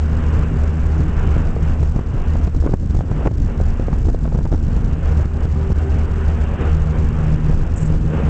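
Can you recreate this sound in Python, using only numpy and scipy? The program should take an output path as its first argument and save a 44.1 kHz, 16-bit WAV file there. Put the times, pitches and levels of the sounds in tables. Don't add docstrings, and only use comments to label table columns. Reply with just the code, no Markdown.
import sys
import numpy as np
from scipy import signal
from scipy.fft import rfft, irfft, next_fast_len
from scipy.io import wavfile
from scipy.ndimage import uniform_filter1d, map_coordinates

SR = 44100
rng = np.random.default_rng(int(sys.argv[2]) if len(sys.argv) > 2 else 0)


def store_wav(level_fs):
    pcm = np.round(np.clip(np.atleast_2d(level_fs), -1, 1) * 32767)
    wavfile.write(sys.argv[1], SR, pcm.T.astype(np.int16))


def invert_db(x):
    u = np.asarray(x, float) / 20
    return 10 ** u


N = 365588


def unit(x):
    return x / np.sqrt(np.mean(x ** 2) + 1e-20)


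def curves(rows):
    s, *cols = np.transpose(rows)
    return [np.interp(np.arange(N) / SR, s, c) for c in cols]


def wobble(rate_hz):
    at = np.arange(0, N + 16, 16)
    knots = rng.standard_normal(int(N * rate_hz / SR) + 4)
    return np.interp(np.arange(N), at, map_coordinates(knots, [at * rate_hz / SR]))


def swing(db, share):
    return db.mean() + share * (db - db.mean())


def bumps(rows):
    t = np.arange(0, N + 64, 64) / SR
    lift_db = 0 * t
    for middle_s, half_s, db in rows:
        lift_db = lift_db + db * np.exp(-((t - middle_s) / half_s) ** 4)
    return np.interp(np.arange(N) / SR, t, lift_db)


def coloured(x, spectrum):
    m = next_fast_len(N + 8192)
    f, db = np.transpose(spectrum)
    gain = invert_db(np.interp(np.log(np.fft.rfftfreq(m, 1 / SR) + 1), np.log(f + 1), db))
    return irfft(rfft(x, m) * gain, m)[..., :N]


def noise(spectrum):
    return unit(coloured(rng.standard_normal(N), spectrum))


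def patches(depth_db):
    z = signal.stft(rng.standard_normal(N + 512), nperseg=512)[2]
    field = uniform_filter1d(rng.standard_normal(z.shape), size=5, axis=0)
    field = uniform_filter1d(field, size=12, axis=1)
    return signal.istft(z * invert_db(depth_db * unit(field)), nperseg=512)[1][:N]


def bursts(times, gains, lengths, rise):
    out = np.zeros(N + SR)
    t = np.arange(SR // 10) / SR
    for s, gain, length in zip(times, gains, lengths):
        out[round(s * SR):][:len(t)] += gain * (1 - np.exp(-t / rise)) * np.exp(-(t / abs(length)) ** 2)
    return out[:N]


def kinks(times, db, hz, spread, turns):
    out = np.zeros(N + SR)
    t = np.arange(-1500, 1500) / SR
    for s, gain, (pitch, phase) in zip(times, invert_db(db), rng.standard_normal((len(times), 2))):
        f = hz * np.exp(spread * pitch)
        bell = np.exp(-(t * f / turns) ** 2)
        out[round(s * SR) - 1500:][:len(t)] += gain * bell * np.sin(2 * np.pi * f * t + 3 * phase)
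    return out[:N]


# [freq_hz, level_db]
CLOCK_TONES = [(7714, -72.5), (8285, -82.5)]


def whine():
    t = np.arange(N) / SR
    return sum(invert_db(db + 2.0 * wobble(3)) * np.sqrt(2) * np.sin(2 * np.pi * hz * t) for hz, db in CLOCK_TONES)


# [start_s, peak_db, length_s]
STRAP_TOUCHES = [
    (7.759, -38, 0.015),
    (7.772, -37.5, 0.021),
    (7.775, -38, 0.0017),
    (7.804, -38.5, 0.023),
    (7.82, -45, 0.031),
    (7.856, -43, 0.02),
]
# [freq_hz, level_db]
STRAP_COLOUR = [(2000, -100), (4000, -34), (5500, -10), (6800, 3), (7600, 7), (8300, -5), (8800, -9.5),
                (9300, -47)]


def strap():
    s, peak_db, length_s = np.transpose(STRAP_TOUCHES)
    grain = unit(invert_db(3.2 * wobble(400)) * noise(STRAP_COLOUR))
    return bursts(s, invert_db(peak_db - 5), length_s, rise=0.0011) * grain


# [time_s, strength_db]
WIND_STRENGTH = [(0.0, -30.5), (0.07, -26.5), (0.09, -25), (0.58, -18), (0.78, -30), (0.81, -21.5),
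                 (1.25, -18), (1.41, -19), (2.03, -20.5), (4.27, -20.5), (5.49, -22.5), (5.79, -19.5),
                 (5.86, -27), (6.26, -22.5), (6.44, -23), (7.92, -19), (8.2, -26.5), (8.29, -14)]
# [middle_s, half_length_s, lift_db]
WIND_GUSTS = [(.47, 0.033, -6), (1.01, 0.031, -0.5), (1.11, 0.054, -3.5), (1.72, 0.047, 1.5),
              (2.04, .03, -8.5), (2.15, 0.063, 0.5), (2.52, 0.023, -6), (2.6, .04, 2), (3.07, .05, -6.5),
              (3.75, 0.071, 0.5), (3.97, 0.088, 3.5), (4.19, .025, -2), (4.75, 0.24, -1),
              (5.32, 0.031, -5.5), (5.61, 0.052, -3), (6.76, 0.045, 2.5), (7.45, .03, -4.5),
              (7.5, 0.036, 5), (7.75, .1, -4)]
# [freq_hz, level_db]
BUFFET_COLOUR = [(4, -62.5), (12, -13), (22, -2), (50, -4.5), (70, -7), (110, -21), (200, -72), (400, -120)]
# [freq_hz, level_db]
FLUTTER_COLOUR = [(20, -100), (40, -49), (70, -4), (100, 1.5), (140, -0.5), (200, -12.5), (300, -15.5),
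                  (600, -33), (1500, -84.5)]


def wind():
    strength_db = curves(WIND_STRENGTH)[0] + bumps(WIND_GUSTS)
    lumps = wobble(22)
    flutter_db = swing(strength_db, 0.6) - 4 + 1.6 * wobble(7)
    buffet = invert_db(strength_db + 1.4) * unit(invert_db(lumps) * noise(BUFFET_COLOUR))
    flutter = unit(invert_db(1.3 * lumps + 2.7 * wobble(60)) * noise(FLUTTER_COLOUR))
    return buffet + invert_db(flutter_db) * flutter


# [crest_s, strength_db, edge_over_strength_db, thump_over_strength_db]
GUST_POPS = [(3.261, -10, -8, -6), (2.6937, -14, -20, 1), (1.5655, -14, -12, -1.5), (1.831, -21, -4, 10),
             (1.9632, -14, -9, 2), (1.9919, -16, -8, 6), (2.4759, -21.5, -3.5, 12), (2.549, -19, -11, -3),
             (2.6394, -15.5, -21, -10), (2.6644, -8.5, -14, -4), (2.6737, -24.5, 7.5, -3),
             (2.7381, -11, -7.5, 5), (2.9493, -19.5, -6.5, 10), (3.0088, -16, -7, 1.5),
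             (3.1156, -21.5, -3.5, 4.5), (3.2547, -13, -8, -2.5), (3.2727, -11.5, 3, 0.5),
             (3.6023, -13.5, -16, -3), (3.7982, -9, -13, -9), (3.884, -17, -6.5, -3),
             (3.9306, -15, -7, 6.5), (4.0864, -12, -14, -0.5), (4.1473, -12, -15, -4),
             (4.2558, -18, -8.5, 4), (4.3495, -17, -9.5, 11.5), (4.3893, -15.5, -11, 5),
             (4.456, -19.5, -6.5, 2.5), (4.519, -15.5, -11, 1.5), (4.5395, -13, -10.5, -2),
             (5.7206, -15, -9, -1)]
# [crest_s, strength_db]
AIR_SHOVES = [(0.566, -9.5), (0.9986, -11.5), (1.2779, -9), (1.3658, -10), (1.697, -16), (2.0115, -17),
              (2.3561, -9.5), (2.833, -16.5), (2.9077, -15.5), (2.9664, -16), (2.991, -11), (0.3946, -11),
              (3.314, -9.5), (3.6133, -9), (4.6819, -12.5), (4.767, -14.5), (4.9289, -15.5), (5.1253, -13),
              (5.198, -13), (5.2578, -9), (5.454, -10), (5.482, -17), (5.535, -15.5), (5.7035, -7),
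              (6.289, -14), (7.11, -15), (7.284, -11.5), (7.499, -9.5), (7.8326, -11.5), (7.902, -9.5)]
# [start_s, length_s, strength_db]
POP_FLURRIES = [
    (2.63, .045, -19.5),
    (2.7, .05, -24.5),
    (4.453, .03, -25),
    (3.192, .04, -22.5),
    (4.053, .06, -21),
    (4.242, .04, -18.5),
    (4.311, .1, -22),
    (4.528, .025, -15.5),
    (6.592, .09, -21.5),
    (8.135, .07, -19),
]


def contacts():
    rows = [(s, db, db + edge_db, db + thump_db) for s, db, edge_db, thump_db in GUST_POPS]
    rows += [(s, db - 8, db - 20.5, db) for s, db in AIR_SHOVES]
    gap_s, scatter_db = 0.016, 2
    for start_s, length_s, db in POP_FLURRIES:
        chance = rng.standard_normal((12, 4))
        for k in range(min(12, 1 + int(length_s / gap_s))):
            puff_db, edge_db, thump_db = db + scatter_db * chance[k, 1:]
            crest_s = start_s + gap_s * (k + 0.2 * chance[k, 0])
            rows.append((crest_s, puff_db, edge_db - 8, thump_db))
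    return np.transpose(rows)


# [freq_hz, level_db]
SPLUTTER_COLOUR = [(150, -39), (300, -2.5), (500, -1.5), (900, -10.5), (1500, -16.5), (2600, -35),
                   (4000, -60), (8000, -120)]


def pops():
    s, puff_db, edge_db, thump_db = contacts()
    puff = kinks(s, puff_db - 0.9, hz=360, spread=0.16, turns=0.54)
    edge = kinks(s, edge_db - 0.4, hz=850, spread=0.1, turns=0.48)
    edge += kinks(s, edge_db - 8, hz=1800, spread=0.29, turns=0.44)
    thump = kinks(s, thump_db - 1.5, hz=115, spread=0.076, turns=0.56)
    spit = bursts(s - 0.004, invert_db(edge_db - 4), np.full(len(s), 0.0095), rise=0.0023)
    return puff + edge + thump + spit * noise(SPLUTTER_COLOUR)


# [time_s, level_db]
ROAR_LEVEL = [(0.0, -42.5), (0.3, -38), (0.83, -42), (1.27, -37.5), (1.91, -46), (2.28, -41), (2.72, -49),
              (3.81, -45), (4.18, -51), (4.59, -50), (5.06, -41), (5.4, -43.5), (6.6, -38), (6.76, -40.5),
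              (7.18, -39), (7.78, -43.5), (8.08, -41), (8.29, -36)]
# [middle_s, half_length_s, lift_db]
ROAR_SWELLS = [(1.2, .05, -1), (1.36, .06, 2), (1.5, 0.048, -2), (5.2, .06, -1), (1.68, 0.07, 2.5),
               (3.2, 0.1, 4.5), (3.53, 0.072, 2.5), (3.94, 0.073, 3), (4.72, .08, 3.5), (6.24, 0.079, 2),
               (6.42, 0.13, 0), (6.65, 0.075, 3), (7.45, .08, 1.5), (8.0, 0.047, -3), (8.15, 0.084, 2.5)]


def carried():
    return curves(ROAR_LEVEL)[0] + bumps(ROAR_SWELLS)


# [freq_hz, level_db]
BODY_COLOUR = [(100, -22), (170, -4.5), (195, -8.5), (238, -6.5), (281, -18), (456, -12), (651, -16.5),
               (1490, -32.5), (1800, -33.5), (2340, -53.5), (3960, -120)]
# [freq_hz, level_db]
TOP_COLOUR = [(590, -22.5), (1000, -0.5), (1530, -1), (2030, -8.5), (2830, -10.5), (3800, -27),
              (4940, -58.5), (8360, -120)]


def roar():
    roar_db = carried()
    swell_db = wobble(14)
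    body_db = swing(roar_db, 0.72) + 8 + swell_db + 0.63 * wobble(30)
    top_db = roar_db + 0.5 + swell_db
    body = invert_db(body_db) * unit(coloured(patches(depth_db=1.0), BODY_COLOUR))
    return body + invert_db(top_db) * unit(coloured(patches(depth_db=1.0), TOP_COLOUR))


# [time_s, first_hz, second_hz]
BLADE_RATES = [(0, 75, 78.5), (1, 76, 78.34), (2.5, 76, 77.9), (4.5, 76, 77.96), (5.5, 77, 77.76),
               (6.5, 76, 77.5), (7.3, 77, 77.52), (8.29, 75.5, 78.22)]
# [time_s, fundamental_db, octave_db]
DRONE_LEVELS = [(0.0, -15, -35.5), (0.16, -18, -27), (2.31, -19, -31), (2.86, -19.5, -43),
                (3.19, -28.5, -30.5), (3.44, -22, -35.5), (3.58, -26, -28), (3.69, -19.5, -43),
                (4.32, -25.5, -33), (5.01, -22.5, -33.5), (5.17, -16.5, -28.5), (5.42, -22.5, -45),
                (5.54, -16, -38), (6.95, -17.5, -28), (7.16, -28, -21), (7.76, -20, -30), (7.87, -34, -25),
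                (8.29, -15.5, -24)]
# [order, level_over_octave_db]
LOW_OVERTONES = [(3, -11), (4, -21)]
# [order, level_over_roar_db]
HIGH_OVERTONES = [(5, -6.5), (6, -7.5), (7, -11.5), (8, -22), (10, -19.5)]
# [order, middle_s, half_length_s, lift_db]
ORDER_SINGS = [(5, 0.6, 0.57, 2.5), (5, 5.8, 0.64, 8.5), (5, 5.86, 0.046, 7), (6, 5.05, 0.18, 7.5),
               (6, 6.64, 0.056, 11.5), (1, 6.12, 0.069, -7.5), (1, 3.78, .08, 6), (7, 8.15, .1, 12.5),
               (6, 8.15, .1, 6.5), (4, 1.1, 0.41, 11), (4, 8.1, 0.25, 8), (3, .25, 0.17, 6.5),
               (3, 5.2, 0.081, 7.5), (3, 7.4, 0.075, 8), (1, 0.52, .04, -4), (1, 2.2, 0.065, -11.5),
               (1, 1.5, 0.068, -13), (1, 1.997, 0.075, -10), (1, 2.32, 0.56, 0), (1, 2.72, .06, -11),
               (1, 4, .1, -14), (1, 7.2, 0.065, 7), (1, 3.8, .06, -12), (1, 6.6, 0.055, -4.5),
               (1, 7.35, 0.06, 1), (1, 4.4, 0.087, -7), (2, 6.1, .06, 4), (2, .67, 0.039, -4.5),
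               (2, 4.7, .2, -6), (2, 6.8, 0.27, 4)]


def propellers():
    first, second = (2 * np.pi * np.cumsum(hz) / SR + 0.13 * wobble(6) for hz in curves(BLADE_RATES))
    low_db, octave_db = curves(DRONE_LEVELS)
    roar_db = carried()
    shimmer_db, shimmer_hz = 2, 8
    orders = [(1, low_db - 0.7), (2, octave_db - 0.6 + 1.8 * wobble(shimmer_hz))]
    for k, db in LOW_OVERTONES:
        orders.append((k, swing(octave_db, 0.28) + db + shimmer_db * wobble(shimmer_hz)))
    for k, db in HIGH_OVERTONES:
        orders.append((k, roar_db + db + shimmer_db * wobble(shimmer_hz)))
    out = np.zeros(N)
    for k, db in orders:
        lean = 0.22 if k == 1 else 1.22
        a = np.cos(lean) * np.cos(k * first + (k - 1) * rng.uniform(0, 6.8))
        b = np.sin(lean) * np.cos(k * second + (k - 1) * rng.uniform(0, 7.104))
        sings_db = bumps([row[1:] for row in ORDER_SINGS if row[0] == k])
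        out += invert_db(db + sings_db + 0.98 * wobble(11)) * np.sqrt(2) * (a + b)
    return out


# [time_s, drop_db, recovery_s]
GAIN_DUCKS = [
    (2.0, 3, 0.038),
    (2.482, 8, 0.048),
    (2.749, 9, 0.07),
    (3.279, 9, 0.074),
    (4.558, -2, 0.073),
    (5.258, 6, 0.059),
    (5.48, 1.5, 0.042),
    (5.729, 9.5, 0.025),
]


def ducking():
    t = np.arange(N) / SR
    drop_db = sum(db * np.exp(-np.abs(t - s) / back_s) * (t > s) for s, db, back_s in GAIN_DUCKS)
    return invert_db(-uniform_filter1d(drop_db, size=130))


def scene():
    steady = propellers() + roar() + wind() + whine()
    return (steady * ducking() + pops() + strap())[None]


# [freq_hz, level_db]
HISS_COLOUR = [(30, -24), (300, -7), (4000, 1), (7470, 0.5), (8010, -5.5), (8620, -17.5), (8850, -25),
               (9300, -68)]


def companded(x):
    x = x / (1 + np.abs(x / 0.86) ** 4) ** (1 / 4)
    step = np.sqrt(x ** 2 + 0.039 ** 2)
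    return x + invert_db(-38.0) * step * noise(HISS_COLOUR)


# [freq_hz, level_db]
CAMERA_RESPONSE = [(20, 2), (60, 1.5), (140, 0), (200, 3.5), (310, 2.5), (600, -0.96), (790, 2.5),
                   (1050, -0.4), (1900, -1), (4000, 0), (5500, 1.04), (8600, 0.5), (9050, -30), (9600, -93)]


def band_limited(x):
    stop = np.minimum((N + 8 - np.arange(N)) / 90, 1)
    return coloured(x * stop, CAMERA_RESPONSE)


def low_pass(x):
    return signal.sosfilt(signal.butter(12, 9000, fs=SR, output="sos"), x)


def record(dry):
    mix = band_limited(companded(dry))
    return low_pass(mix)


dry = scene()
out = record(dry)
store_wav(out)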